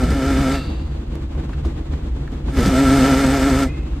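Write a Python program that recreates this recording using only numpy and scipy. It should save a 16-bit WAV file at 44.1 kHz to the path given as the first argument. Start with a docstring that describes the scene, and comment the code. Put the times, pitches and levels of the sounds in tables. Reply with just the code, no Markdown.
"""A worn gear lever buzzes twice inside an old car at idle. A hand leans on it and the gear teeth graze:
they stumble, then settle into a loud buzz whose pitch sways about once per engine cycle.
Each tooth strikes and bounces back, ringing the linkage (the rods that join lever and gears).
Between the two buzzes the loose lever knocks softly. Underneath, the engine rumbles and booms."""
import sys
import numpy as np
from scipy import signal
from scipy.fft import rfft, irfft
from scipy.io import wavfile
from scipy.ndimage import uniform_filter1d

SR = 44100
rng = np.random.default_rng(int(sys.argv[2]) if len(sys.argv) > 2 else 0)


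def file_out(sig):
    """Save sig as 16-bit WAV at sys.argv[1]."""
    # one column per channel
    cols = np.atleast_2d(sig).T
    # limit, then scale
    lim = np.clip(cols, -1, 1)
    pcm = np.round(lim * 32767).astype(np.int16)
    wavfile.write(sys.argv[1], SR, pcm)


N = 176400
T = np.arange(N) / SR

# how hard the teeth touch, one list per buzz: time_s, drone_db, clatter_db
BUZZES = [
    [(0.0, -22.5, -30), (0.034, -15, -31), (0.08, -30, -32.5), (0.116, -37, -29.5), (0.158, -21, -32.5),
     (0.244, -19, -28.5), (0.398, -20.5, -28), (0.502, -17.5, -27.5), (0.554, -21.5, -28.5),
     (0.602, -27, -38.5), (0.68, -63, -46)],
    [(2.49, -41, -49.5), (2.594, -18.5, -23.5), (2.618, -16.5, -28.5), (2.638, -28, -23.5),
     (2.73, -15, -26.5), (2.768, -13.5, -22.5), (2.826, -14, -24), (2.89, -13.5, -22), (3.09, -13.5, -21.5),
     (3.3, -16.5, -24), (3.636, -16, -24), (3.67, -22, -36.5), (3.7, -43, -49)],
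]
# pitch sway of each buzz: highest_at_s, depth_share
SWAYS = [(0.414, .03), (2.955, .034)]
# how hard the linkage rings in each buzz: gain_db
RING_DB = [-1, -3]
# the teeth catch and drag: time_s, half_length_s, speed_lost_share
CATCHES = [(0.036, 0.049, 0.087), (2.607, 0.029, .1), (2.739, .025, .045)]
# tones in the lever's drone: tooth_rate_multiple, gain_db
DRONE_TONES = [(1, -13), (2, 0), (3, -14.5), (4, -17), (5, -15.5), (6, -22), (7, -28.5)]
# notes the linkage rings at: pitch_hz, width_hz, gain_db
LINKAGE_NOTES = [(335, 21, -24), (474, 23, 10), (523, 23, 0.5), (688.7, 15, 6.5), (791, 11.5, 2),
                 (920, 24, -3), (1326, 71, 7), (1597, 34, 1), (1736, 40, 0.5), (1983, 30, -2),
                 (2148, 29, 2), (2285, 17, -6), (2967, 66, -4.5), (3494, 165, -5.5), (4190, 70, -5.5),
                 (4830, 200, -4.5)]
# thin ring of the gear wheel: pitch_hz, width_hz, gain_db
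WHEEL_NOTES = [(7900, 31, 5), (8260, 23, 4), (8400, 13, -9), (8350, 22, 8), (8800, 36, -6), (8920, 130, -2)]
# tone colour of a tooth's crack: frequency_hz, gain_db
CRACK_COLOUR = [(100, -5), (200, 12), (330, 2.5), (600, 5), (900, 1.5), (1130, 0), (1500, 3), (2200, 0),
                (2600, -3.5), (3600, -7), (5500, -8.5), (7500, -10), (9000, -14), (10200, -21.5),
                (12500, -15.5), (14000, -30.5)]
# left-right difference of the clatter: frequency_hz, gain_db
CLATTER_STEREO = [(100, -69), (270, -70), (500, -56), (800, -40), (1300, -79), (2200, -72), (3300, -66),
                  (4600, -7.5), (6300, -3), (8200, -10.5), (10000, -32), (13000, -4.5)]
# the lever jumps and thuds: time_s, half_length_s, level_db
JUMPS = [(0.11, 0.05, -19), (2.592, .012, -15), (2.632, 0.013, -15.5), (2.66, 0.0096, -15),
         (2.681, 0.014, -11.5)]
# tone colour of those thuds: frequency_hz, gain_db
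JUMP_COLOUR = [(30, -12), (65, 3), (140, 2.5), (220, 1.5), (330, -5), (500, -11.5), (1200, -38),
               (4000, -57), (14000, -63)]
# single teeth hit hard: start_s, level_db
CLACKS = [(0.037, -29.5), (0.105, -32), (0.499, -43), (2.575, -35), (2.606, -29), (2.629, -27),
          (2.659, -26), (2.667, -26), (2.678, -26)]
# freed gears sing faintly: start_s, pitch_hz, rise_hz_per_s, width_hz, level_db, fade_s
WHINES = [(0.53, 2700, 100, 190, -37, .75), (0.5, 3800, 0, 800, -39, 1.0), (0.52, 4550, 0, 550, -39, .9),
          (3.66, 2060, 350, 150, -41, .6), (3.68, 2480, 800, 300, -46, .95)]
# the loose lever knocks: start_s, level_db, pitch_hz, width_hz, fade_s
KNOCKS = [(0.945, -38, 350, 352, .15), (1.155, -27, 270, 160, .09), (1.35, -38, 600, 900, 0.14),
          (1.375, -27, 300, 250, .1), (1.394, -38, 505, 900, 0.11), (1.493, -32, 600, 700, 0.06),
          (1.532, -39, 1300, 1790, 0.088), (1.649, -32, 540, 920, 0.05), (1.651, -47, 4930, 5000, 0.14),
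          (1.66, -24, 290, 160, .08), (1.81, -29, 290, 160, .08), (1.936, -37, 900, 1500, 0.041),
          (2.276, -33, 1540, 700, .035), (2.32, -28, 280, 130, .16), (2.484, -32, 600, 700, .05)]
# tones in the engine's hum: cycle_rate_multiple, unloaded_level_db
ENGINE_TONES = [(4, -37.5), (6, -36), (7, -32), (8, -38), (9, -31.5), (10, -35), (11, -37.5), (13, -43.5),
                (20, -38.5)]
# tone colour of the engine's rumble: frequency_hz, gain_db
RUMBLE_COLOUR = [(20, -27), (36, -29), (52, -7), (78, 0), (100, -17.5), (140, 3.5), (190, -35), (300, -53),
                 (1200, -70)]
# heavy lumps of the idle make the car body boom: time_s, pitch_hz, level_db
BOOMS = [(0.03, 60, -21), (0.125, 64, -12.5), (0.27, 80, -23), (0.355, 64, -15), (0.44, 66, -20),
         (0.785, 55.5, -19), (0.925, 56, -20), (1.26, 56, -16.5), (1.385, 62, -22), (1.515, 66.9, -26.5),
         (1.585, 67.4, -17), (1.665, 67, -14.5), (1.742, 57.7, -21), (1.94, 73.6, -19), (2.14, 55.3, -18),
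         (2.345, 76, -20), (2.479, 55.7, -19), (2.655, 58, -18), (2.76, 61, -15), (3.81, 58, -20),
         (3.93, 58, -17)]
# tone colour of the engine's moving parts: frequency_hz, gain_db
MACHINE_COLOUR = [(90, -19), (170, -6), (215, -3), (335, -1), (375, -11), (470, -13), (620, -20),
                  (1030, -22), (2000, -30), (3500, -34), (5400, -44.5), (7500, -43), (10000, -54.5),
                  (14000, -58)]
# their loudness: time_s, level_db
MACHINE_LEVEL = [(0.6, -31), (1.25, -36.5), (1.5, -32.5), (2.1, -34.5), (2.35, -32.5), (3.8, -33)]
# their left-right difference: frequency_hz, gain_db
MACHINE_STEREO = [(100, -10), (250, -34.5), (400, -8), (680, 5.5), (1250, -6), (2300, -1), (4200, 4.5),
                  (10000, -0.5)]

TOOTH_HZ, SWAY_HZ, WANDER_SHARE = 134.55, 7.72, .004
ENGINE_CYCLE_HZ, CYCLE_PEAK_S = 7.37, 1.262


def tooth_contact():
    """Grazing teeth set the gains of drone, clatter and ring; their rate sways, drags and wanders."""
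    drone, clatter, ring, sway = np.zeros((4, N))
    for rows, (peak_s, depth), ring_db in zip(BUZZES, SWAYS, RING_DB):
        times, drone_db, clatter_db = np.array(rows).T
        touching = (T >= times[0]) & (T <= times[-1])
        drone += touching * undb(np.interp(T, times, drone_db))
        clatter += touching * undb(np.interp(T, times, clatter_db))
        ring += touching * undb(ring_db)
        sway += touching * depth * np.cos(2 * np.pi * SWAY_HZ * (T - peak_s))
    drag = sum(loss * swell(at, half) for at, half, loss in CATCHES)
    tooth_hz = TOOTH_HZ * (1 + sway - drag + WANDER_SHARE * walk(40))
    return uniform_filter1d(drone, size=200), uniform_filter1d(clatter, size=200), ring, tooth_hz


def lever_drone(teeth_passed):
    """The lever shakes at the tooth rate and its multiples; each tone flutters in loudness."""
    phase = 2 * np.pi * teeth_passed + .057 * walk(143)
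    return sum(overtone(phase, k, db - .5 + 2 * walk(57)) for k, db in DRONE_TONES)


def tooth_strikes(teeth_passed):
    """Every tooth hits once and bounces back once, each time a little differently."""
    teeth = np.arange(int(teeth_passed[-1]))
    chance = rng.standard_normal((700, 4))[:len(teeth)].T
    hit, bounce = (0, 0, .00009), (.44, -1.5, .00025)
    pulses = np.zeros(N)
    for k, (lag_teeth, db, jitter_s) in enumerate([hit, bounce]):
        at = np.interp(teeth + lag_teeth, teeth_passed, T) + jitter_s * chance[k]
        np.add.at(pulses, (at * SR).astype(int) % N, undb(db + 1.5 * chance[k + 2]))
    return pulses


def tooth_clatter(teeth_passed, ring_gain):
    """Strikes ring the linkage and grind. Left and right differ mostly in the treble."""
    pulses = tooth_strikes(teeth_passed)
    push = signal.lfilter(*signal.butter(2, 3470, fs=SR), pulses)  # softens each hit
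    ringing = unit(sum(undb(db) * resonate(push, hz, width) for hz, width, db in LINKAGE_NOTES))
    ringing += linkage_singing()
    middle = ring_gain * ringing + grinding(pulses)
    side = ring_gain * cabin_echoes(ringing) + grinding(pulses)
    return spread(middle, side, CLATTER_STEREO)


def linkage_singing(pitch_hz=1336, wander_hz=20):
    """Constant striking keeps one note of the linkage sounding; its pitch wanders slightly."""
    phase = 2 * np.pi * np.cumsum(pitch_hz + wander_hz * walk(44.5)) / SR
    return np.sqrt(2) * undb(-6.5 + 2 * walk(60)) * np.sin(phase)


def grinding(pulses, crack_s=.0035):
    """Each strike brings a short crack over steady grinding; the wheel's notes come and go."""
    cracks = unit(signal.lfilter([1], [1, -np.exp(-1 / (crack_s * SR))], pulses))
    strength = .93 + cracks
    wheel = unit(sum(undb(db + 3.5 * walk(9)) * resonate(strength * noise(), hz, width)
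                     for hz, width, db in WHEEL_NOTES))
    grind = unit(colour(strength * noise(), CRACK_COLOUR))
    return undb(-3) * grind + undb(-20) * wheel


def loose_lever():
    """Thuds and clacks as the lever jumps, whines as the teeth part, soft knocks while it hangs free."""
    jumps = sum(undb(db) * swell(at, half) for at, half, db in JUMPS)
    thuds = unit(colour(noise(), JUMP_COLOUR)) * jumps
    clacks = sum(knock(at, db, hz=4470, width_hz=6600, fade_s=.03) for at, db in CLACKS)
    whines = sum(gear_whine(*row) for row in WHINES)
    knocks = sum(knock(*row) for row in KNOCKS)
    return thuds + clacks + whines + knocks


def knock(start_s, db, hz, width_hz, fade_s):
    """A hit: noisy ringing around one pitch starts at once and falls 60 dB in fade_s."""
    ring = unit(resonate(resonate(noise(), hz, width_hz), hz, width_hz))
    return ring * (T >= start_s) * undb(db - 60 * np.maximum(T - start_s, 0) / fade_s)


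def gear_whine(start_s, hz, rise_hz_per_s, width_hz, db, fade_s, attack_s=.019):
    """A freed gear sings a rough tone that swells, may climb, and dies away."""
    age = np.maximum(T - start_s, 0)
    phase = 2 * np.pi * np.cumsum(hz + rise_hz_per_s * np.minimum(age, fade_s)) / SR
    tone = walk(width_hz) * np.cos(phase) + walk(width_hz) * np.sin(phase)
    return tone * np.minimum(age / attack_s, 1) * undb(db - 60 * age / fade_s)


def engine(load, full_load_db=5):
    """A lumpy idle booms and its moving parts throb; hum and rumble grow with the load (0 to 1)."""
    phase = 2 * np.pi * ENGINE_CYCLE_HZ * (T - CYCLE_PEAK_S)
    hum = sum(overtone(phase, k, db + 2.5 * walk(21)) for k, db in ENGINE_TONES)
    rumble = unit(colour(noise(), RUMBLE_COLOUR)) * undb(-32.5 + .5 * np.cos(phase))
    booms = sum(undb(db) * swell(at, half_s=.033) * np.sin(2 * np.pi * (hz * T + rng.random()))
                for at, hz, db in BOOMS)
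    machine_db = np.interp(T, *np.array(MACHINE_LEVEL).T)
    throb = undb(machine_db + .85 * np.cos(phase) + 2.15 * walk(37))
    middle, side = (unit(colour(noise(), MACHINE_COLOUR)) for _ in range(2))
    machine = throb * spread(middle, side, MACHINE_STEREO)
    return (hum + rumble) * undb(full_load_db * load) + booms + machine


def cabin_echoes(x, fade_s=.042):
    """Dense, short echoes off dashboard, floor and glass."""
    tail = noise() * undb(-60 * T / fade_s)
    return unit(signal.fftconvolve(x, tail)[:N])


def spread(middle, side, side_colour):
    """Two channels: a coloured side signal widens the sound."""
    return middle + colour(side, side_colour) * np.array([[1], [-1]])


def overtone(phase, multiple, db):
    """A pure tone at a whole multiple of a base rate, starting anywhere in its wave."""
    return np.sqrt(2) * undb(db) * np.sin(round(multiple) * phase + 2 * np.pi * rng.random())


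def colour(x, points):
    """Shape bass and treble along (frequency_hz, gain_db) points."""
    hz, db = np.array(points, float).T
    grid_hz = np.fft.rfftfreq(8192, 1 / SR) + 1
    log_gain = np.log(undb(np.interp(np.log(grid_hz), np.log(hz), db)))
    cepstrum = irfft(log_gain)
    cepstrum[1:4096] *= 2  # folded so that the filter never rings before a hit
    cepstrum[4097:] = 0
    return signal.fftconvolve(x, irfft(np.exp(rfft(cepstrum))))[:N]


def resonate(x, hz, width_hz):
    """Ring at one pitch; a narrower width rings longer."""
    return signal.lfilter(*signal.iirpeak(hz, hz / width_hz, fs=SR), x)


def swell(time_s, half_s):
    """A smooth bump in time."""
    return np.exp(-((T - time_s) / half_s) ** 2)


def walk(rate_hz):
    """Smooth random wobble with a typical size of 1."""
    k = int(SR / rate_hz)
    return unit(uniform_filter1d(uniform_filter1d(noise(), k, mode="wrap"), k, mode="wrap"))


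def noise():
    """Plain hiss (white noise)."""
    return rng.standard_normal(N)


def unit(x):
    """Scale to an average strength (rms) of 1."""
    return x / np.sqrt(np.mean(x ** 2))


def undb(db):
    """Turn decibels into a gain."""
    return 10 ** (np.asarray(db) / 20)


def scene():
    """The buzzing lever over the idling engine, which is loaded as the teeth clatter."""
    drone_gain, clatter_gain, ring_gain, tooth_hz = tooth_contact()
    teeth_passed = np.cumsum(tooth_hz) / SR
    drone = drone_gain * lever_drone(teeth_passed)
    clatter = clatter_gain * tooth_clatter(teeth_passed, ring_gain)
    return drone + clatter + engine(load=clatter_gain / clatter_gain.max()) + loose_lever()


def record(dry, ceiling=.72, top_hz=14100):
    """Round off the tallest peaks and cut the highest treble."""
    rounded = dry / (1 + (dry / ceiling) ** 6) ** (1 / 6)
    return signal.sosfilt(signal.ellip(8, .2, 80, top_hz, fs=SR, output="sos"), rounded)


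dry = scene()
out = record(dry)
file_out(out)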